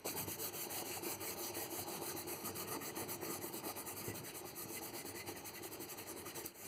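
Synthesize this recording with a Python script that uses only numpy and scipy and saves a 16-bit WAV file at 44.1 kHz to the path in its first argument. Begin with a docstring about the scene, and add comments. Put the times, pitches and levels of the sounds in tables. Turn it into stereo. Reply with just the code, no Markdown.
"""Scrubbing an old spirit level

A gloved hand rubs a wooden level with a wet rag, in a small, quiet workshop, close to a microphone pair.
Every stroke is filtered noise shaped by the hand's speed: cloth hiss, and friction that rings the wood
and its metal ring. The level knocks softly on the bench at the turns, as bursts of decaying modes.
Short grips of the rag scrape and chafe, wet cloth snaps near the end; the microphones add a low noise.
"""
import sys
import numpy as np
from scipy import signal
from scipy.fft import rfft, irfft
from scipy.io import wavfile
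from scipy.ndimage import uniform_filter1d

SR = 44100
rng = np.random.default_rng(int(sys.argv[2]) if len(sys.argv) > 2 else 0)


def wav_out(sig):
    """Save sig, one row per channel (or a flat mono array), as 16-bit PCM at SR to the path in sys.argv[1]."""
    wavfile.write(sys.argv[1], SR, np.round(np.clip(np.atleast_2d(sig).T, -1, 1) * 32767).astype(np.int16))


N = 294147
TIME, HZ = np.arange(N) / SR, np.fft.rfftfreq(N, 1 / SR)


def amp(db):
    """Decibels to gain."""
    return 10 ** (np.asarray(db) / 20)


def unit(x):
    """Scales to rms 1."""
    return x / np.sqrt(np.mean(abs(x) ** 2) + 1e-20)


def read(points, hz):
    """Reads a spectrum table on a log-frequency axis."""
    f, value = np.transpose(points)
    return np.interp(np.log(hz + 1), np.log(f + 1), value)


def add(mix, s, sound):
    """Mixes a sound in at time s."""
    part = mix[max(round(s * SR), 0):][:len(sound)]
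    part += sound[:len(part)]


def wobble(rate_hz):
    """Slow random drift of rms 1, its spectrum fading out around the rate."""
    return unit(irfft(rfft(rng.standard_normal(N)) * np.exp(-(HZ / rate_hz) ** 2), N))


# spectrum of the microphones' own noise: (frequency [Hz], relative density [dB per Hz])
MIC_NOISE_SPECTRUM = [(20, 13), (52, 16.5), (78, 4.5), (200, -17), (400, -4.5), (1000, -15.5), (2000, -6),
                      (5000, -31), (15000, -37)]


def mic_noise():
    """Steady noise of the microphones themselves, mostly a deep rumble."""
    noise = rng.standard_normal((2, N))
    return amp(-55) * unit(irfft(rfft(noise) * amp(read(MIC_NOISE_SPECTRUM, HZ)), N))


def friction(response, catches_per_s, catch_share, flutter_db, flutter_hz):
    """Countless sliding fibres and a few that catch and let go, under unsteady pressure.

    Gives a direct and a scattered part; catch_share is the share of power in the catches.
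    """
    slide = rng.standard_normal((2, N))
    catches = rng.standard_normal((2, N)) * (rng.random(N) < catches_per_s / SR)
    force = np.sqrt(1 - catch_share) * slide + np.sqrt(catch_share) * unit(catches)
    force *= amp(flutter_db * wobble(flutter_hz))
    return unit(irfft(rfft(force) * response, N))


# the strokes: (start [s], length [s], swell from start to end [dB],
# fizz [dB], swish [dB], wood [dB], high modes [dB]); each layer scales the swell and trims its level
STROKES = [(0.044, 0.11, -2, -42, -47.5, -48, -65), (0.149, 0.11, -4, -40.5, -48, -53, -63),
           (0.263, 0.11, 5, -41, -49.5, -61, -57), (0.377, 0.13, 11, -41, -47.5, -49, -67),
           (0.521, 0.16, 9, -44, -49.5, -50, -71), (0.686, 0.15, 9, -41.5, -48.5, -48, -57.5),
           (0.837, 0.17, 8, -45, -49.5, -46, -61), (1.018, 0.15, 10, -41.5, -48.5, -46, -68),
           (1.196, 0.16, 4, -43, -49.5, -49, -62), (1.358, 0.16, 11, -43.5, -50.5, -45.5, -62),
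           (1.531, 0.15, 6, -44, -52, -45, -57.5), (1.69, 0.16, 20, -44, -52, -51, -68),
           (1.86, 0.14, 9, -45, -50.5, -44.5, -60), (2.003, 0.14, 15, -44, -51, -48, -58),
           (2.151, 0.092, 4, -43.5, -53.5, -57, -54.5), (2.264, 0.12, 0, -43.5, -52.5, -45.5, -60),
           (2.352, 0.1, 16, -51.5, -71, -54, -62), (2.435, 0.087, 2, -41.5, -53.5, -43.5, -55),
           (2.544, 0.12, -6, -44, -51.5, -45.5, -57.5), (2.66, 0.12, 12, -45, -53, -46, -54),
           (2.802, 0.12, 12, -44, -53.5, -47, -55.5), (2.949, 0.11, 1, -42.5, -51.5, -40, -55),
           (3.073, 0.1, 9, -42, -51.5, -44, -56.5), (3.204, 0.11, -4, -47, -54.5, -42, -55.5),
           (3.282, 0.11, 9, -42.5, -52, -43.5, -62), (3.404, 0.11, 1, -44.5, -57, -43, -56.5),
           (3.515, 0.1, 18, -43.5, -55.5, -48, -60), (3.623, 0.11, 18, -43.5, -52, -40.5, -57),
           (3.75, 0.09, 4, -44, -52, -43.5, -58), (3.851, 0.098, 7, -43.5, -57, -47, -58),
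           (3.947, 0.086, 19, -43.5, -56, -47.5, -60), (4.023, 0.11, 4, -45.5, -55, -48, -61),
           (4.131, 0.089, 6, -45, -52.5, -54, -60), (4.229, 0.096, 13, -46, -53, -70, -58.5),
           (4.332, 0.092, 4, -45.5, -54, -66, -62.0), (4.439, 0.087, 22, -47.5, -57, -68, -62),
           (4.545, 0.12, 13, -45.5, -57, -56, -60.0), (4.663, 0.14, 30, -47.5, -55, -54, -67),
           (4.807, 0.11, 6, -47, -53.5, -46.5, -59), (4.922, 0.11, 13, -46.5, -53, -46, -59.5),
           (5.042, 0.091, 1, -45.5, -54.5, -51, -61), (5.14, 0.091, 13, -46, -51, -49.5, -53),
           (5.256, 0.084, 1, -46, -49, -44.5, -59), (5.348, 0.075, 10, -49.5, -56.5, -52, -54.5),
           (5.442, 0.078, 4, -44.5, -54, -61, -58.5), (5.529, 0.08, 3, -48, -55, -52, -60),
           (5.617, 0.08, 3, -46, -53.5, -52, -58), (5.702, 0.067, 18, -44, -53.5, -48, -60.0),
           (5.788, 0.076, 12, -45.5, -57, -50, -57.5), (5.876, 0.078, 12, -44.5, -54, -57, -61),
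           (5.964, 0.083, 7, -46.5, -54.5, -51, -59.5), (6.052, 0.082, 25, -46.5, -57.5, -51, -57),
           (6.154, 0.08, 12, -48.5, -57, -49.5, -60), (6.247, 0.083, 1, -46.5, -51.5, -69, -55.5),
           (6.342, 0.11, -21, -48, -54, -45, -61), (6.435, 0.1, -20, -53, -57, -62, -76),
           (6.531, 0.19, 26, -50, -58.5, -57, -66)]
START, LENGTH, SWELL_DB, FIZZ_DB, SWISH_DB, WOOD_DB, RING_DB = np.transpose(STROKES)
ATTACK_S, RELEASE_S = 0.031, 0.059  # the hand gets up to speed quickly and brakes more slowly


def stroke_gain(levels_db, speed_power, swell_share):
    """Each stroke speeds up, holds and brakes as the hand bears down or eases; gain is a power of speed."""
    gain = np.zeros(N)
    for start, length, swell_db, db in zip(START, LENGTH, SWELL_DB, levels_db):
        t = np.arange(0, length, 1 / SR)
        ramps = np.clip([t / ATTACK_S, (length - t) / RELEASE_S], 0, 1)
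        rise, fall = np.sin(np.pi / 2 * ramps)
        level_db = db + swell_share * swell_db * (t / length - .5)
        add(gain, start, amp(level_db) * (rise * fall) ** speed_power)
    return gain


# the held rag keeps rustling while the hand turns: (time [s], level before each layer's trim [dB])
RUSTLE = [(0, -65), (0.04, -64), (0.1, -56), (1.9, -52.5), (2.6, -55), (4.4, -56.5), (6.4, -56.5),
          (6.53, -73), (6.67, -58.5)]


def scrubbing():
    """Cloth hiss follows the speed closely; wood and bench stay loaded through the turns."""
    rustle = amp(np.interp(TIME, *np.transpose(RUSTLE)))
    wood_drive = stroke_gain(WOOD_DB, speed_power=0.91, swell_share=0.14)
    wood = rubbed_wood() * np.hypot(amp(-4.0) * wood_drive, amp(3.0) * rustle)
    return cloth(rustle) + rasp() + wood + bench_rumble(rustle, corner_hz=120)


def stroke_hiss(response, drive, rest):
    """Fibres sliding over the wood, loud in mid-stroke and sinking to a rustle at the turns."""
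    hiss = friction(response, catches_per_s=4700, catch_share=0.086, flutter_db=1.0, flutter_hz=47.6)
    return hiss * np.hypot(drive, rest)


def patches(shape, bin_count, frame_count):
    """A smooth random field of rms 1 over frequency and time."""
    field = rng.standard_normal(shape)
    for _ in range(2):
        field = uniform_filter1d(field, size=bin_count, axis=0)
        field = uniform_filter1d(field, size=frame_count, axis=1)
    return unit(field)


def folds(x, patchy_db, streak_db):
    """The folds of the rag shift: broad patches of hiss swell and fade, narrow ones last about a stroke."""
    z = signal.stft(x, SR, nperseg=512)[2]
    broad = patches(z.shape[1:], bin_count=8, frame_count=6)
    narrow = patches(z.shape[1:], bin_count=2, frame_count=13)
    gain = unit(amp(patchy_db * broad + streak_db * narrow))
    return signal.istft(z * gain, SR, nperseg=512)[1][:, :N]


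# spectrum of wet cloth on wood: (frequency [Hz], relative density [dB per Hz])
CLOTH_SPECTRUM = [(500, -20), (1100, -15), (1600, -7.5), (2400, -6), (3200, -7.5), (3600, -4), (5000, -5.5),
                  (6500, -3), (7800, -1), (9300, -2), (11300, 3), (12600, 1.5), (13500, 2), (14500, -0.5),
                  (15250, 2.5)]


def cloth(rustle):
    """Wet cloth hiss brightens with speed: a swish first, then fizz, and a sizzle at full tilt."""
    colour = amp(read(CLOTH_SPECTRUM, HZ))
    # power shares of the bands above 5.5 and 12 kHz
    treble = HZ ** 8 / (HZ ** 8 + 5500 ** 8)
    top = HZ ** 12 / (HZ ** 12 + 12000 ** 12)
    swish_drive = amp(1.03) * stroke_gain(SWISH_DB, speed_power=0.72, swell_share=0.76)
    fizz_drive = amp(-1.42) * stroke_gain(FIZZ_DB, speed_power=1.15, swell_share=0.69)
    sizzle_drive = amp(-1.5) * stroke_gain(FIZZ_DB, speed_power=1.6, swell_share=0.67)
    swish = stroke_hiss(colour * np.sqrt(1 - treble), swish_drive, amp(-2.5) * rustle)
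    fizz = stroke_hiss(colour * np.sqrt(treble * (1 - top)), fizz_drive, amp(-9.5) * rustle)
    sizzle = stroke_hiss(colour * np.sqrt(top), sizzle_drive, amp(-17.0) * rustle)
    return folds(swish + fizz + sizzle, patchy_db=1.5, streak_db=2.0)


def resonances(modes):
    """Frequency response of a set of damped modes, each rolled off well above its own pitch."""
    total = 0
    for f, width, db in modes:
        peak = 1j * HZ * width / (f ** 2 - HZ ** 2 + 1j * HZ * width)
        total = total + amp(db) * peak / (1 + (HZ / (3 * f)) ** 2)
    return unit(total)


UPPER_MODES_HZ = 415  # modes above this gain by the lean, those below lose by it


def shifting(modes, force, shift_db, shift_hz, lean_db=0):
    """The rag travels over the nodes of the level, so each mode in turn stands out and sinks back."""
    spectrum, out = rfft(force), np.zeros_like(force)
    for hz, width, db in modes:
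        level_db = db + shift_db * wobble(shift_hz) + lean_db * np.sign(hz - UPPER_MODES_HZ)
        ring = irfft(spectrum * resonances([(hz, width, 0)]), N)
        out += amp(level_db) * np.sqrt(width) * ring
    return unit(out)


# modes of the level lying on the bench: (frequency [Hz], width when rubbed [Hz], relative level [dB])
WOOD_MODES = [(283.3, 4.5, 0.5), (331, 10, -5.5), (351.9, 20, 3), (390, 39, -4), (440, 17, -3.5),
              (576, 24, -7.5), (648, 74, -13.5), (804, 32, -8), (892, 30.6, -8.5)]
# long strokes over the middle favour the upper modes, short ones at the end the lower:
# (time [s], lean [dB])
MODE_LEAN = [(0, 0), (0.7, 1), (2.1, 1.5), (2.5, -0.5), (6.67, 0)]
# spectrum of the dull grain noise: (frequency [Hz], relative density [dB per Hz])
GRAIN_SPECTRUM = [(60, -45), (230, -62), (340, 5), (520, -10.5), (850, -2), (1050, -34), (1600, -24),
                  (3000, -26), (8000, -61)]


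def rubbed_wood():
    """The dragging rag sounds the body modes of the level over the dull noise of its grain."""
    force = friction(1, catches_per_s=300, catch_share=0.2, flutter_db=1.0, flutter_hz=47.3)
    grain = friction(amp(read(GRAIN_SPECTRUM, HZ)), catches_per_s=500, catch_share=0.12,
                     flutter_db=3.0, flutter_hz=49.0)
    lean_db = np.interp(TIME, *np.transpose(MODE_LEAN))
    body = shifting(WOOD_MODES, force, shift_db=2.0, shift_hz=7.3, lean_db=lean_db)
    return unit(body + amp(-5.5) * grain)


# higher modes, strongest near the metal ring and the edge, in a lower and an upper group:
# (frequency [Hz], width [Hz], relative level [dB])
RING_LOW_MODES = [(1231, 49, 1), (1390, 61, -11)]
RING_HIGH_MODES = [(1873, 41, 6), (1977, 56, 6), (2210, 88, -30)]
# how strongly the rag's place on the level excites the lower group: (time [s], level [dB])
RAG_PLACE = [(0, -24.5), (2.2, -16.5), (2.7, -11.5), (3.3, -17), (3.9, -13.5), (4.35, -21.5), (4.8, -19),
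             (5.3, -15.5), (6.5, -18)]


def rasp():
    """Friction rings the higher modes, the lower group more or less according to where the rag is."""
    force = friction(1, catches_per_s=1300, catch_share=0.53, flutter_db=1.5, flutter_hz=49.6)
    low = shifting(RING_LOW_MODES, force, shift_db=3.0, shift_hz=8.4)
    high = shifting(RING_HIGH_MODES, force, shift_db=2.5, shift_hz=7.2)
    place = amp(np.interp(TIME, *np.transpose(RAG_PLACE)))
    low *= place * stroke_gain(FIZZ_DB, speed_power=0.57, swell_share=0.39)
    high *= amp(2.5) * stroke_gain(RING_DB, speed_power=0.41, swell_share=0.29)
    return low + high


# modes of the bench top: (frequency [Hz], width when rubbed [Hz], relative level [dB])
BENCH_MODES = [(85, 33, -1.5), (99.4, 9.3, 6), (134, 56, 0), (151, 42, -7.5), (191, 19, -2)]
# how hard the hand's weight couples into the bench: (time [s], level before a fixed trim [dB])
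HAND_LOAD = [(0, -4), (.3, 1), (.5, -10), (1, -14), (2.2, -17), (2.5, -2.5), (3.05, 0.5), (3.6, -2.5),
             (3.85, -10), (4.2, -1), (4.45, -10.5), (5.001, -15), (6.4, -11), (6.55, -7)]


def bench_rumble(rustle, corner_hz):
    """The bench top murmurs under the hand; a heavy stroke brings out its upper modes."""
    response = resonances(BENCH_MODES) / (1 + (60 / (HZ + 1)) ** 4)
    upper = response / (1 + (corner_hz / (HZ + 1)) ** 4)
    murmur = friction(response, catches_per_s=120, catch_share=0.07, flutter_db=2.0, flutter_hz=12)
    grind = friction(upper, catches_per_s=140, catch_share=0.17, flutter_db=3.5, flutter_hz=12.4)
    load = amp(np.interp(TIME, *np.transpose(HAND_LOAD)))
    drive = load * stroke_gain(FIZZ_DB, speed_power=0.15, swell_share=0.3)
    return amp(-2.5) * rustle * murmur + amp(-8.0) * drive * grind


def blow(modes, contact_s, scatter_db, damping):
    """A soft blow rings the modes, narrow ones gently and long; where it lands changes their mix."""
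    t = np.arange(SR // 3) / SR
    f, width, db = np.transpose(modes)[:, :, None]
    size = width * amp(db + scatter_db * rng.standard_normal(f.shape))
    decay = np.exp(-np.pi * width * damping * t)
    ring = (size * decay * np.sin(2 * np.pi * f * t)).sum(0)
    ring *= 1 - np.exp(-t / contact_s)
    return ring / abs(ring).max()


# the loudest bumps of the level on the bench:
# (time [s], wood knock peak [dB], bench thud before its trims [dB])
KNOCKS = [(0.048, -43, -57), (0.055, -40, -43), (0.083, -36.5, -39), (0.102, -42, -38), (0.143, -38, -53),
          (0.177, -50, -32), (0.209, -45, -29), (0.239, -57, -27), (0.257, -52, -29), (0.279, -32, -27),
          (0.29, -43, -34), (0.669, -37, -56), (0.822, -33.5, -42), (1.066, -31, -50), (1.566, -34, -52),
          (1.723, -44, -54), (2.02, -31.5, -59), (2.15, -33.5, -42), (2.465, -37, -54), (2.491, -33.5, -39),
          (2.749, -30.5, -54), (2.768, -33.5, -57), (2.971, -38, -34), (3.024, -36.5, -30),
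          (3.229, -35, -54), (3.39, -40, -29), (3.443, -37, -50), (3.541, -34, -62), (3.669, -34, -56),
          (4.0845, -33.5, -19.5), (4.103, -51, -23), (4.14, -36, -31), (4.237, -41.5, -37),
          (4.659, -42, -30), (4.704, -36.5, -53), (4.951, -39, -57), (5.05, -35.5, -63), (5.286, -33, -56),
          (5.8, -36, -59), (5.99, -38, -58), (6.159, -37, -59), (6.377, -42, -61), (6.447, -37.5, -33)]


def knocks(bumps):
    """The level tips and settles on the bench as the push changes direction, and its wood rings."""
    out = np.zeros(N)
    for s, wood_db, _ in bumps:
        add(out, s, amp(wood_db) * blow(WOOD_MODES, contact_s=0.00094, scatter_db=3.0, damping=1.45))
    return out


# the level rocks a little around the start of a stroke
ROCK_DELAY_S, ROCK_JITTER_S = 0.00382, .01
ROCK_WOOD_DB, ROCK_THUD_DB, ROCK_SCATTER_DB = -3, -22, 5  # the first two relative to the stroke's fizz


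def rocking():
    """A small knock of chance strength at each turn without a loud bump, as rows like those of KNOCKS."""
    when, size = rng.standard_normal((len(STROKES), 2)).T
    time_s = START + ROCK_DELAY_S + ROCK_JITTER_S * when
    db = FIZZ_DB + ROCK_SCATTER_DB * size
    rows = np.transpose([time_s, db + ROCK_WOOD_DB, db + ROCK_THUD_DB])
    to_bump_s = abs(START[:, None] - np.transpose(KNOCKS)[0]).min(1)
    return list(rows[to_bump_s > .02])


THUD_LEAD_S = 0.00302  # the bench is shoved just before the wood rings


def thuds(bumps, push_s):
    """Each knock shoves the bench: a dull push, alike at both microphones, and a short boom of its modes."""
    pushes, booms = np.zeros((2, N))
    u = np.arange(SR // 20) / SR / push_s
    push = u * (2 - u) * np.exp(-u)
    for s, _, thud_db in bumps:
        add(pushes, s - THUD_LEAD_S, -amp(thud_db - 13.5) * push / push.max())
        boom = blow(BENCH_MODES, contact_s=0.0018, scatter_db=4.0, damping=3.5)
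        add(booms, s, amp(thud_db - 15.0) * boom)
    # the bench radiates little below its lowest mode
    highpass = signal.butter(3, 85, "highpass", fs=SR, output="sos")
    return signal.sosfilt(highpass, pushes), booms


def resonate(x, hz, width):
    """One resonance, applied twice for steep sides."""
    section = np.concatenate(signal.iirpeak(hz, hz / width, SR))
    return signal.sosfilt([section, section], x)


def grips(rows, modes):
    """The rag holds, then judders free: a bell-shaped surge of friction rings a few resonances."""
    out, t = np.zeros(N), np.arange(SR // 4) / SR
    for middle, half, pitch_hz, db in rows:
        lead = min(3 * half, t[-1] / 2)
        bell = np.exp(-.5 * ((t - lead) / half) ** 2)
        force = bell * rng.standard_normal(len(t))
        ring = 0
        for multiple, width, mode_db in modes:
            ring = ring + amp(mode_db) * unit(resonate(force, multiple * pitch_hz, width))
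        # set in 2 ms early
        add(out, middle - lead - .002, amp(db) * unit(ring) * np.sqrt(np.mean(bell ** 2)))
    return out


# heavy drags over the wood: (middle [s], half length [s], pitch [Hz], level [dB])
SCUFFS = [(0.05, 0.0028, 630, -48), (0.06, 0.0038, 490, -38.5), (0.071, 0.007, 720, -51.5),
          (0.084, 0.0024, 830, -45.5), (0.168, 0.0078, 840, -50), (0.2, 0.012, 810, -51),
          (0.78, 0.043, 770, -51), (0.976, 0.0035, 785, -44), (1.1, 0.02, 790, -56),
          (1.792, 0.0058, 750, -48.5), (1.884, 0.008, 826, -49), (2.185, 0.006, 800, -50),
          (2.726, 0.008, 715, -50), (2.987, 0.01, 804, -56), (3.446, 0.0043, 845, -62),
          (3.697, 0.0097, 720, -51), (4.448, 0.0048, 870, -51), (4.821, 0.0085, 790, -56)]
# their resonance: (multiple of the pitch, width of one filter pass [Hz], relative level [dB])
SCUFF_MODES = [(1, 290, 0)]


def scuffs():
    """The rag drags heavily over the wood; the surge of friction gives a hollow scrape."""
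    return grips(SCUFFS, SCUFF_MODES)


SNAG_LOW_HZ, SNAG_HIGH_HZ, SNAG_HALF_S = 2140, 4680, 0.0032
SNAG_DB, SNAG_SCATTER_DB = -9, -1.5  # relative to the stroke's swish; the scatter is scaled by chance
# resonance of a snag: (multiple of the pitch, width of one filter pass [Hz], relative level [dB])
SNAG_MODES = [(1, 360, 0)]


def snags(count):
    """Single threads catch at chance places in every stroke and scrape briefly, each at its own pitch."""
    rows = []
    for start, length, swish_db in zip(START, LENGTH, SWISH_DB):
        places, pitches = rng.beta(2, 2, count), rng.random(count)
        sizes = rng.uniform(-1, 2.8, count)
        for place, pitch, size in zip(places, pitches, sizes):
            pitch_hz = SNAG_LOW_HZ * (SNAG_HIGH_HZ / SNAG_LOW_HZ) ** pitch
            db = swish_db + SNAG_DB + SNAG_SCATTER_DB * size
            rows.append((start + place * length, SNAG_HALF_S, pitch_hz, db))
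    return grips(rows, SNAG_MODES)


# brief grips of the rag: (middle [s], half length [s], pitch [Hz], level [dB])
CHAFES = [(1.271, 0.0088, 2235, -49), (4.085, 0.0064, 2034, -49), (4.112, 0.01, 1960, -46),
          (4.775, 0.0085, 2010, -44.5), (5.002, 0.015, 2045, -53), (5.207, 0.013, 2040, -47),
          (5.573, 0.015, 2000, -49)]
# their resonances: (multiple of the pitch, width of one filter pass [Hz], relative level [dB])
CHAFE_MODES = [(1, 80, 1.5), (1.16, 130, -17), (1.39, 260, -12)]


def chafes():
    """The rag grips for a moment and chafes on the high modes."""
    return grips(CHAFES, CHAFE_MODES)


# the rag lets go with a wet snap: (time [s], level before colouring and trim [dB])
SNAPS = [(6.458, -43), (6.4616, -33)]


def snaps(decay_s):
    """Wet cloth peels off the wood with a short, bright tick of decaying noise."""
    out, t = np.zeros(N), np.arange(600) / SR
    for s, db in SNAPS:
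        add(out, s, amp(db) * np.exp(-t / decay_s) * rng.standard_normal(len(t)))
    colour = amp(read(CLOTH_SPECTRUM, HZ) + 8.0) / (1 + (4000 / (HZ + 1)) ** 4)
    return irfft(rfft(out) * colour, N)


# reverberation of the workshop: (frequency [Hz], time to fall 60 dB [s])
ROOM_DECAY = [(100, 0.1), (500, 0.48), (3000, 0.29), (15000, 0.14)]


def room(x):
    """Sparse reflections that die band by band, different on each side."""
    count = SR // 3
    taps = rng.standard_normal((2, count)) * (rng.random((2, count)) < .1)
    taps *= np.arange(count) > SR // 250  # nothing comes back in the first 4 ms
    hz, t, z = signal.stft(taps, SR, nperseg=256)
    decay = amp(-60 * t / read(ROOM_DECAY, hz)[:, None])
    tail = signal.istft(z * decay, SR, nperseg=256)[1]
    return signal.fftconvolve(x[None], tail / np.linalg.norm(tail[0]), axes=1)[:, :N]


# the microphone pair, phase before it is drawn towards in step or opposed:
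# (frequency [Hz], lead of left over right [rad])
MIC_PHASE = [(75, -3.1), (100, -1.6), (160, -2.1), (260, -1.7), (450, -1.45), (550, -1), (1450, -.55),
             (1600, -3.8), (2000, -4.35), (2250, -4.7), (2750, -6.28), (3050, -7.3), (3200, -8.6),
             (3500, -9.42), (3750, -10.1), (4450, -12.57), (5400, -15.7), (6250, -18.85), (7050, -22),
             (7500, -23.5), (8300, -26.75), (8900, -26.8), (9400, -25), (10000, -23.8), (10700, -22),
             (13350, -15.7), (16000, -9.6)]
# (frequency [Hz], left minus right [dB])
MIC_BALANCE = [(70, 0.5), (100, -7), (150, 0), (200, 3.5), (270, 0.5), (360, 6), (750, 2), (1100, 0.5),
               (1400, -2.5), (1950, 2.5), (2600, -0.5), (15000, 0.5)]
# (frequency [Hz], likeness of the two sides before blurring [0 to 1])
MIC_LIKENESS = [(60, 1), (100, 0.65), (150, 0.35), (350, 0.62), (700, 0.72), (900, 0.95), (1300, 0.94),
                (1500, 0.15), (1750, 0.7), (1980, 0.95), (2600, 0.42), (3100, 0.5), (3450, 0.96), (4400, 1),
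                (6300, 1), (6900, 0.55), (8100, 0.5), (8600, 0.8), (9100, 0.5), (9500, 0.85), (10500, 1),
                (12000, 1), (13300, 0.93), (14700, 1)]
MIC_BLUR = 0.7  # loss of likeness midway between in step and opposed


def microphones(pair):
    """Sound reaches the two ports at different times; they are most alike when in step or opposed."""
    direct, scattered = rfft(pair)
    phase = np.interp(HZ, *np.transpose(MIC_PHASE))
    # above 1.5 kHz the phase is drawn towards in step or opposed
    phase = phase - .5 * np.sin(2 * phase) * (HZ > 1500)
    blur = MIC_BLUR * np.sin(phase) ** 2 * (HZ > 2500)
    like = np.clip(read(MIC_LIKENESS, HZ) * (1 - blur), 0, 1)
    right = (like * direct + np.sqrt(1 - like ** 2) * scattered) * np.exp(-1j * phase)
    balance = amp(read(MIC_BALANCE, HZ) / 2)
    return irfft(np.array([direct * balance, right / balance]), N)


def scene():
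    """Rubbing, knocks and snaps at arm's length, with faint reflections and the microphones' noise."""
    near = scrubbing() + scuffs() + snags(count=3) + chafes()
    bumps = list(KNOCKS) + rocking()
    pushes, booms = thuds(bumps, push_s=0.00099)
    hits = knocks(bumps) + booms + amp(-0.5) * snaps(decay_s=0.0012)
    # the second row is the scattered part
    near += np.array([hits, amp(-5.0) * room(hits)[0]])
    return microphones(near + mic_noise()) + pushes + amp(-46.0) * room(near[0])


def record(dry):
    """The recorder's band limit: a steep low-pass at 15.6 kHz."""
    lowpass = signal.firwin(601, 15600, window=("kaiser", 8), fs=SR)
    return signal.oaconvolve(dry, lowpass[None], "same", axes=1)


dry = scene()
out = record(dry)
wav_out(out)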